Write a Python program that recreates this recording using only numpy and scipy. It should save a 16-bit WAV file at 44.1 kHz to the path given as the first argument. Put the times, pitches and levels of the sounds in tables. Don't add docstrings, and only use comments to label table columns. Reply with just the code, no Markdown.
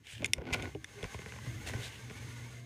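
import sys
import numpy as np
from scipy import signal
from scipy.fft import rfft, irfft, next_fast_len
from scipy.io import wavfile
from scipy.ndimage import uniform_filter1d, map_coordinates

SR = 44100
rng = np.random.default_rng(int(sys.argv[2]) if len(sys.argv) > 2 else 0)


def bounce(signal):
    frames = np.transpose(np.atleast_2d(signal))
    limited = np.clip(frames, -1, 1)
    pcm = np.round(limited * 32767).astype(np.int16)
    wavfile.write(sys.argv[1], SR, pcm)


N = 116865

# frequency in Hz, gain in dB.
TICK_BODY = [(200, 12.5), (600, -11), (1000, 13.5), (1250, -0.5), (1550, 10), (1800, 10), (2150, 15),
             (3300, 2), (4200, -18), (5200, -2), (9000, -16.5), (15000, -39)]


def undb(db):
    return 10 ** (np.asarray(db) / 20)


def unit(x):
    return x / np.sqrt(np.mean(x ** 2) + 1e-18)


def set_hit_level(x, db):
    return x * undb(db) / np.sqrt(np.sum(x ** 2) / (.02 * SR) + 1e-18)


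def clock():
    return np.arange(N) / SR


def curve(rows):
    return undb(np.interp(clock(), *np.array(rows).T))


def colour(x, points, tilt_db=0):
    size = next_fast_len(len(x) + 4096, real=True) // 2 * 2
    octave = np.log2(np.maximum(np.arange(size // 2 + 1) * SR / size, 10))
    hz, db = np.array(points).T
    gain_db = np.interp(octave, np.log2(hz), db) + tilt_db * (octave - 10.5)
    cepstrum = irfft(np.log(undb(gain_db)))
    cepstrum[1:size // 2] *= 2
    cepstrum[size // 2 + 1:] = 0
    return irfft(rfft(x, size) * np.exp(rfft(cepstrum)))[:len(x)]


def ring(x, hz, width_hz):
    return signal.lfilter(*signal.iirpeak(hz, hz / width_hz, fs=SR), x)


def walk(steps_per_s):
    k = int(SR / steps_per_s)
    return uniform_filter1d(np.repeat(rng.standard_normal(N // k + 1), k), k)[:N]


def slips(per_s, scatter_db):
    happens = rng.random(N) < per_s / SR
    return happens * rng.choice([-1, 1], N) * undb(scatter_db * rng.standard_normal(N))


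def swell(start_s, attack_s, hold_s, release_s):
    corners_s = start_s + np.cumsum([0, attack_s, hold_s, release_s])
    return np.interp(clock(), corners_s, [0, 1, 1, 0])


def burst(decay_s, size=4096):
    x = rng.standard_normal(size) * np.exp(-np.arange(size) / SR / decay_s)
    return x / np.linalg.norm(x)


def add(out, s, x):
    i = int(s * SR)
    out[i:i + len(x)] += x[:N - i]


def drive_hiss():
    # time in s, level before flicker in dB.
    hiss_level = [(0, -72.5), (.2, -65), (.32, -63.5), (.43, -78.5), (.56, -51.5), (.7, -56.5), (.78, -64),
                  (.9, -56.5), (1.05, -53), (1.4, -54), (1.75, -48.5), (2.05, -54), (2.35, -52.5),
                  (2.65, -56.5)]
    # frequency in Hz, gain in dB.
    hiss_colour = [(120, -40), (200, -1.5), (248, -3), (350, -18), (419, 0), (451, -3), (550, -7.5),
                   (636, -10), (818, -22.5), (998, -10), (1150, -8), (1510, -19), (1600, -12), (1720, -5),
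                   (2020, -10.5), (2700, -10), (3470, -11), (4810, -16), (6420, -15.5), (7020, -16),
                   (15000, -31)]
    # resonance in Hz, half the bandwidth of each filter pass in Hz, level in dB.
    housing = [(821.7, 45, -12), (1518, 55, -9.5), (2100, 76, -5.5), (6420, 130, -12), (9460, 350, -18.5)]
    wander_hz, wanders_per_s = 69.6, 18
    flicker_db, flickers_per_s = 2, 39.77
    hiss = unit(colour(rng.standard_normal(N), hiss_colour))
    for hz, half_width_hz, db in housing:
        width_hz = 2 * half_width_hz
        whine = unit(ring(ring(rng.standard_normal(N), hz, width_hz), hz, width_hz))
        drift = np.cumsum(wander_hz / hz * walk(wanders_per_s))
        hiss = hiss + undb(db) * map_coordinates(whine, [np.arange(N) + drift], mode="mirror")
    return unit(hiss) * curve(hiss_level) * undb(flicker_db * walk(flickers_per_s))


def drive_hum():
    # time in s, level before flicker in dB.
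    hum_level = [(0, -74), (.2, -60), (.9, -60.5), (1.3, -54), (1.7, -57.5), (1.95, -55.5), (2.25, -48),
                 (2.65, -49)]
    # multiple of the fundamental, relative level in dB.
    partials = [(1, -5.5), (2, -21), (3, -32)]
    hum_hz, wander_ratio, wanders_per_s = 120.9, 0.011, 8.97
    flicker_db, flickers_per_s = 2.5, 22.04
    phase = 2 * np.pi * np.cumsum(hum_hz * (1 + wander_ratio * walk(wanders_per_s))) / SR
    hum = unit(sum(undb(db) * np.sin(round(k) * phase) for k, db in partials))
    return hum * curve(hum_level) * undb(flicker_db * walk(flickers_per_s))


def tyre_rumble():
    # time in s, level in dB.
    rumble_level = [(0, -56), (.1, -71.5), (.2, -46.5), (.45, -55), (.61, -44), (.74, -52), (.96, -59.5),
                    (1.2, -58), (1.42, -49), (1.6, -42.5), (1.79, -49), (1.92, -54.5), (2.27, -48.5),
                    (2.65, -56.5)]
    # frequency in Hz, gain in dB.
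    rumble_colour = [(20, -48.5), (40, -33.5), (60, 1), (80, 0), (110, 3), (140, -3.5), (175, -13),
                     (250, -13), (320, -11.5), (500, -36.5), (1000, -46)]
    return unit(colour(rng.standard_normal(N), rumble_colour)) * curve(rumble_level)


def clicks():
    # time in s, level in dB, noise decay in ms, tilt in dB per octave,
    # high ring in Hz, low ring gain in dB.
    click_rows = [(0.2209, -52.5, 0.46, -5.5, 6600, -1), (0.2354, -50, 0.63, -9.5, 6600, -13),
                  (0.2448, -32.5, 1.3, -3.5, 6560, 0), (0.248, -43.5, 1.8, -6.5, 6730, -1.5),
                  (0.255, -45, 0.36, -7, 6550, -2), (0.2594, -42, 2.5, 4.5, 6700, -7.5),
                  (0.3342, -27, 1.25, 3, 5720, -30), (0.5306, -38.5, 2.7, -8, 7000, -5),
                  (.535, -38, 2.3, -1.5, 6900, -13), (.5395, -43.5, 2.2, -3, 6400, -5),
                  (0.6236, -47, 3, -1, 6400, -15), (0.748, -56, 2.5, -5, 2950, 6),
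                  (0.8436, -45.5, 2, -0.5, 6000, 12), (1.0288, -48.5, 1.53, 0, 3290, -20),
                  (2.0978, -57, 1, -4.5, 4330, 6)]
    # frequency in Hz, gain in dB.
    click_body = [(60, -41), (300, -27), (1200, -13.5), (1650, -17), (2100, 11.5), (2900, 6), (3250, 1),
                  (3570, 9.5), (3950, -8), (4400, -4), (5100, -3.5), (6200, -8), (7100, -2.5), (7900, -8),
                  (9450, -0.5), (10000, -10), (11800, -20), (12700, -17.5), (15000, -33)]
    spread_centres = [2500, 4200, 6000, 7800, 9600]
    spread_width_hz = 1500
    grit_db, tail_db, tail_s = -4, -18, .004
    low_hz, low_width_hz = 1750, 540
    high_db, high_width_hz = 10, 300
    out = np.zeros(N)
    for s, db, decay_ms, tilt, high_hz, low_db in click_rows:
        grit = undb(grit_db) * np.sqrt(decay_ms) * burst(decay_ms / 1000)
        contact = grit + undb(tail_db) * burst(tail_s)
        contact[0] += 1
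        for hz in spread_centres:
            contact = contact - 2 * ring(contact, hz, spread_width_hz)
        body = colour(contact, click_body, tilt)
        high = undb(high_db) * ring(body, high_hz, high_width_hz)
        low = undb(low_db) * ring(ring(contact, low_hz, low_width_hz), low_hz, low_width_hz)
        add(out, s, set_hit_level(body + high + low, db))
    return out


def knocks():
    # time in s, level in dB, pitch of the main mode in Hz.
    knock_rows = [(.206, -45, 254), (0.2243, -42.5, 588), (.229, -41.5, 266), (.383, -45.5, 539),
                  (0.416, -44, 459), (0.456, -49, 447), (0.5404, -43.5, 497), (0.751, -38.5, 414.4),
                  (0.7614, -51.5, 419), (1.74, -51, 580)]
    # ratio to the main pitch, gain in dB, 60 dB decay time in s.
    modes = [(0.319, -3, 0.091), (0.761, -8, 0.16), (0.999, 6.5, 0.036), (1.4, -5, 0.034),
             (1.85, -7.5, 0.032)]
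    onset_s = 0.0018
    out, t = np.zeros(N), clock()[:SR // 4]
    for s, db, main_hz in knock_rows:
        knock = np.zeros(len(t))
        for ratio, mode_db, t60_s in modes:
            decay = np.exp(-np.log(1000) * t / t60_s)
            knock += undb(mode_db) * np.sin(2 * np.pi * main_hz * ratio * t) * decay
        add(out, s, set_hit_level(knock * (1 - np.exp(-t / onset_s)), db))
    return out


def bumps():
    # time in s, level in dB, frequency in Hz, decay time constant in s.
    bump_rows = [(.135, -48, 111.5, 0.021), (0.214, -39.5, 106.3, 0.017), (0.378, -39, 66, 0.014),
                 (.523, -34.5, 88.5, 0.0072), (1.035, -37, 93, 0.0047), (1.059, -42, 65, .014),
                 (1.475, -35.5, 115, 0.035), (1.544, -39.5, 108.3, 0.055), (1.75, -36.5, 108, 0.012),
                 (1.791, -39.5, 116, 0.012)]
    onset_s = 0.00063
    out, t = np.zeros(N), clock()[:SR // 4]
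    for s, db, hz, decay_s in bump_rows:
        envelope = np.exp(-t / decay_s) * (1 - np.exp(-t / onset_s))
        add(out, s, set_hit_level(np.sin(2 * np.pi * hz * t) * envelope, db))
    return out


def bend(x, delay_1khz_s):
    hz = np.arange(len(x) + 1) * SR / (2 * len(x))
    phase = -4 * np.pi * delay_1khz_s * np.sqrt(1000 * hz)
    return irfft(rfft(x, 2 * len(x)) * np.exp(1j * phase))[:len(x)]


def creaks():
    # time in s, tick level in dB, thud level in dB.
    creak_rows = [(.382, -52.5, -56.5), (0.418, -57.5, -69.5), (.655, -49, -72), (1.029, -56, -40.5),
                  (1.042, -44, -45.5), (1.144, -47.5, -41.5), (1.190, -53, -46.5), (1.218, -56.5, -49.5),
                  (1.260, -50, -44), (1.287, -64, -60), (1.322, -50.5, -51), (1.337, -57, -49.5),
                  (1.361, -54.5, -51.5), (1.387, -53.5, -59), (1.464, -55.5, -46.5), (1.694, -50.5, -52),
                  (1.737, -49, -41.5), (1.761, -51.5, -58), (2.1, -54.5, -50.5), (2.109, -55, -46)]
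    # frequency in Hz, gain in dB.
    thud_body = [(30, -37), (70, 13), (130, 8), (220, -1), (330, -12), (430, 0.5), (700, -10), (1200, -40),
                 (4000, -55)]
    # frequency in Hz, width in Hz, gain in dB.
    tick_rings = [(1070, 46, 5), (1424, 220, 1)]
    tick_s, tail_s, tail_db, thud_s = .0007, .002, -1.5, .003
    bend_s = .0027
    out = np.zeros(N)
    for s, tick_db, thud_db in creak_rows:
        slip = .5 * burst(tick_s) + undb(tail_db) * burst(tail_s)
        push = burst(thud_s)
        slip[0] += 1
        push[0] += 1
        tick = colour(slip, TICK_BODY)
        rings = sum(undb(db) * ring(tick, hz, width_hz) for hz, width_hz, db in tick_rings)
        tick = set_hit_level(tick + rings, tick_db)
        thud = set_hit_level(colour(push, thud_body), thud_db)
        add(out, s - bend_s / 2, bend(tick + thud, bend_s))
    return out


def crackle():
    # start, attack, hold, release in s, level in dB.
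    crackle_rows = [(0.19, 0.0072, 0.058, 0.03, -55.5), (1.65, 0.0087, 0.065, 0.099, -53)]
    per_s, scatter_db = 170, 11
    grains = unit(colour(slips(per_s, scatter_db), TICK_BODY))
    return grains * sum(swell(*times) * undb(db) for *times, db in crackle_rows)


def rubs():
    # start, attack, hold, release in s, level in dB, brightness in dB per octave.
    rub_rows = [(0.191, 0.029, 0.037, 0.071, -50.5, 0.5), (0.313, 0.054, 0.12, 0.025, -50, -1.5),
                (0.428, 0.059, 0.17, 0.053, -43.5, 0.5), (0.524, 0.007, 0.0071, 0.016, -29, 7),
                (.538, 0.0072, 0.011, 0.014, -36.5, 1.5), (0.94, 0.09, 0.026, 0.019, -49, 1.5),
                (1.643, 0.024, 0.14, 0.053, -51, -1.5)]
    # frequency in Hz, gain in dB.
    rub_colour = [(35, -59), (60, -6), (115, 5.5), (170, -2), (381, 3.5), (564, -2.5), (1050, -7.5),
                  (1300, -16), (1490, -15), (1710, -15.5), (2150, -7), (4840, -24.5), (6680, -31.5),
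                  (7330, -36), (15000, -56)]
    # frequency in Hz, width in Hz, level before brightness in dB.
    rub_rings = [(252, 10, -7.5), (390, 37, -11.5), (743, 50, -17), (1070, 52, -28), (1468, 31, -12),
                 (2240, 64, -17)]
    grains_per_s, scatter_db = 2600, 4.5
    stick_db, sticks_per_s = 2.5, 180
    out = np.zeros(N)
    for *times, db, tilt in rub_rows:
        drag = slips(grains_per_s, scatter_db) * undb(stick_db * walk(sticks_per_s))
        grit = unit(colour(drag, rub_colour, tilt))
        rings = np.zeros(N)
        for hz, width_hz, ring_db in rub_rings:
            rings += undb(ring_db + tilt * np.log2(hz / 1000)) * unit(ring(grit, hz, width_hz))
        out += unit(grit + rings) * swell(*times) * undb(db)
    return out


def squeak():
    # Start, attack, hold, release in seconds.
    squeak_times = (.94, 0.036, 0.029, 0.016)
    level_db, hz, width_hz = -51.5, 405, 12
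    tone = ring(ring(rng.standard_normal(N), hz, width_hz), hz, 4 * width_hz)
    return unit(tone) * swell(*squeak_times) * undb(level_db)


def brushes():
    # start, attack, hold, release in s, level in dB, resonance in Hz,
    # resonance gain in dB, sheen gain in dB.
    brush_rows = [(0.028, 0.065, 0.065, 0.076, -50.5, 3000, 12.5, -1),
                  (0.073, 0.041, 0.021, 0.022, -55.5, 8100, 16, 3),
                  (1.657, 0.018, 0.012, 0.037, -41.5, 1980, -8, -19),
                  (1.781, 0.065, 0.011, 0.049, -46, 3730, 8, 2),
                  (1.863, 0.065, 0.032, 0.035, -51.5, 2750, 3, -33)]
    # frequency in Hz, gain in dB.
    brush_colour = [(150, -13), (430, 8.5), (720, 3.5), (930, 2), (1200, -5.5), (1650, 9), (2900, 6),
                    (4700, -1), (7600, -2), (9500, -4.5), (11500, -12.5), (15000, -13)]
    sheen_hz, sheen_width_hz = 8100, 11000
    flicker_db, flickers_per_s = 2.9, 410
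    out = np.zeros(N)
    for *times, db, hz, peak_db, sheen_db in brush_rows:
        flicker = undb(flicker_db * walk(flickers_per_s))
        fibres = colour(rng.standard_normal(N) * flicker, brush_colour)
        peak = undb(peak_db) * ring(fibres, hz, 0.3 * hz)
        sheen = undb(sheen_db) * ring(fibres, sheen_hz, sheen_width_hz)
        out += unit(fibres + peak + sheen) * swell(*times) * undb(db)
    return out


def room_tail(hits):
    level_db, t60_s = -29.5, 0.17
    response = burst(t60_s / np.log(1000), size=16384)
    return undb(level_db) * signal.fftconvolve(hits, response)[:N]


def scene():
    driving = drive_hiss() + drive_hum() + tyre_rumble()
    hits = clicks() + knocks() + bumps() + creaks() + crackle()
    handling = rubs() + squeak() + brushes()
    return (driving + hits + handling + room_tail(hits))[None]


def record(dry):
    low_cut_hz, top_hz = 39, 15300
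    x = signal.sosfilt(signal.butter(2, low_cut_hz, "high", fs=SR, output="sos"), dry)
    return signal.sosfilt(signal.ellip(10, .2, 80, top_hz, fs=SR, output="sos"), x)


dry = scene()
out = record(dry)
bounce(out)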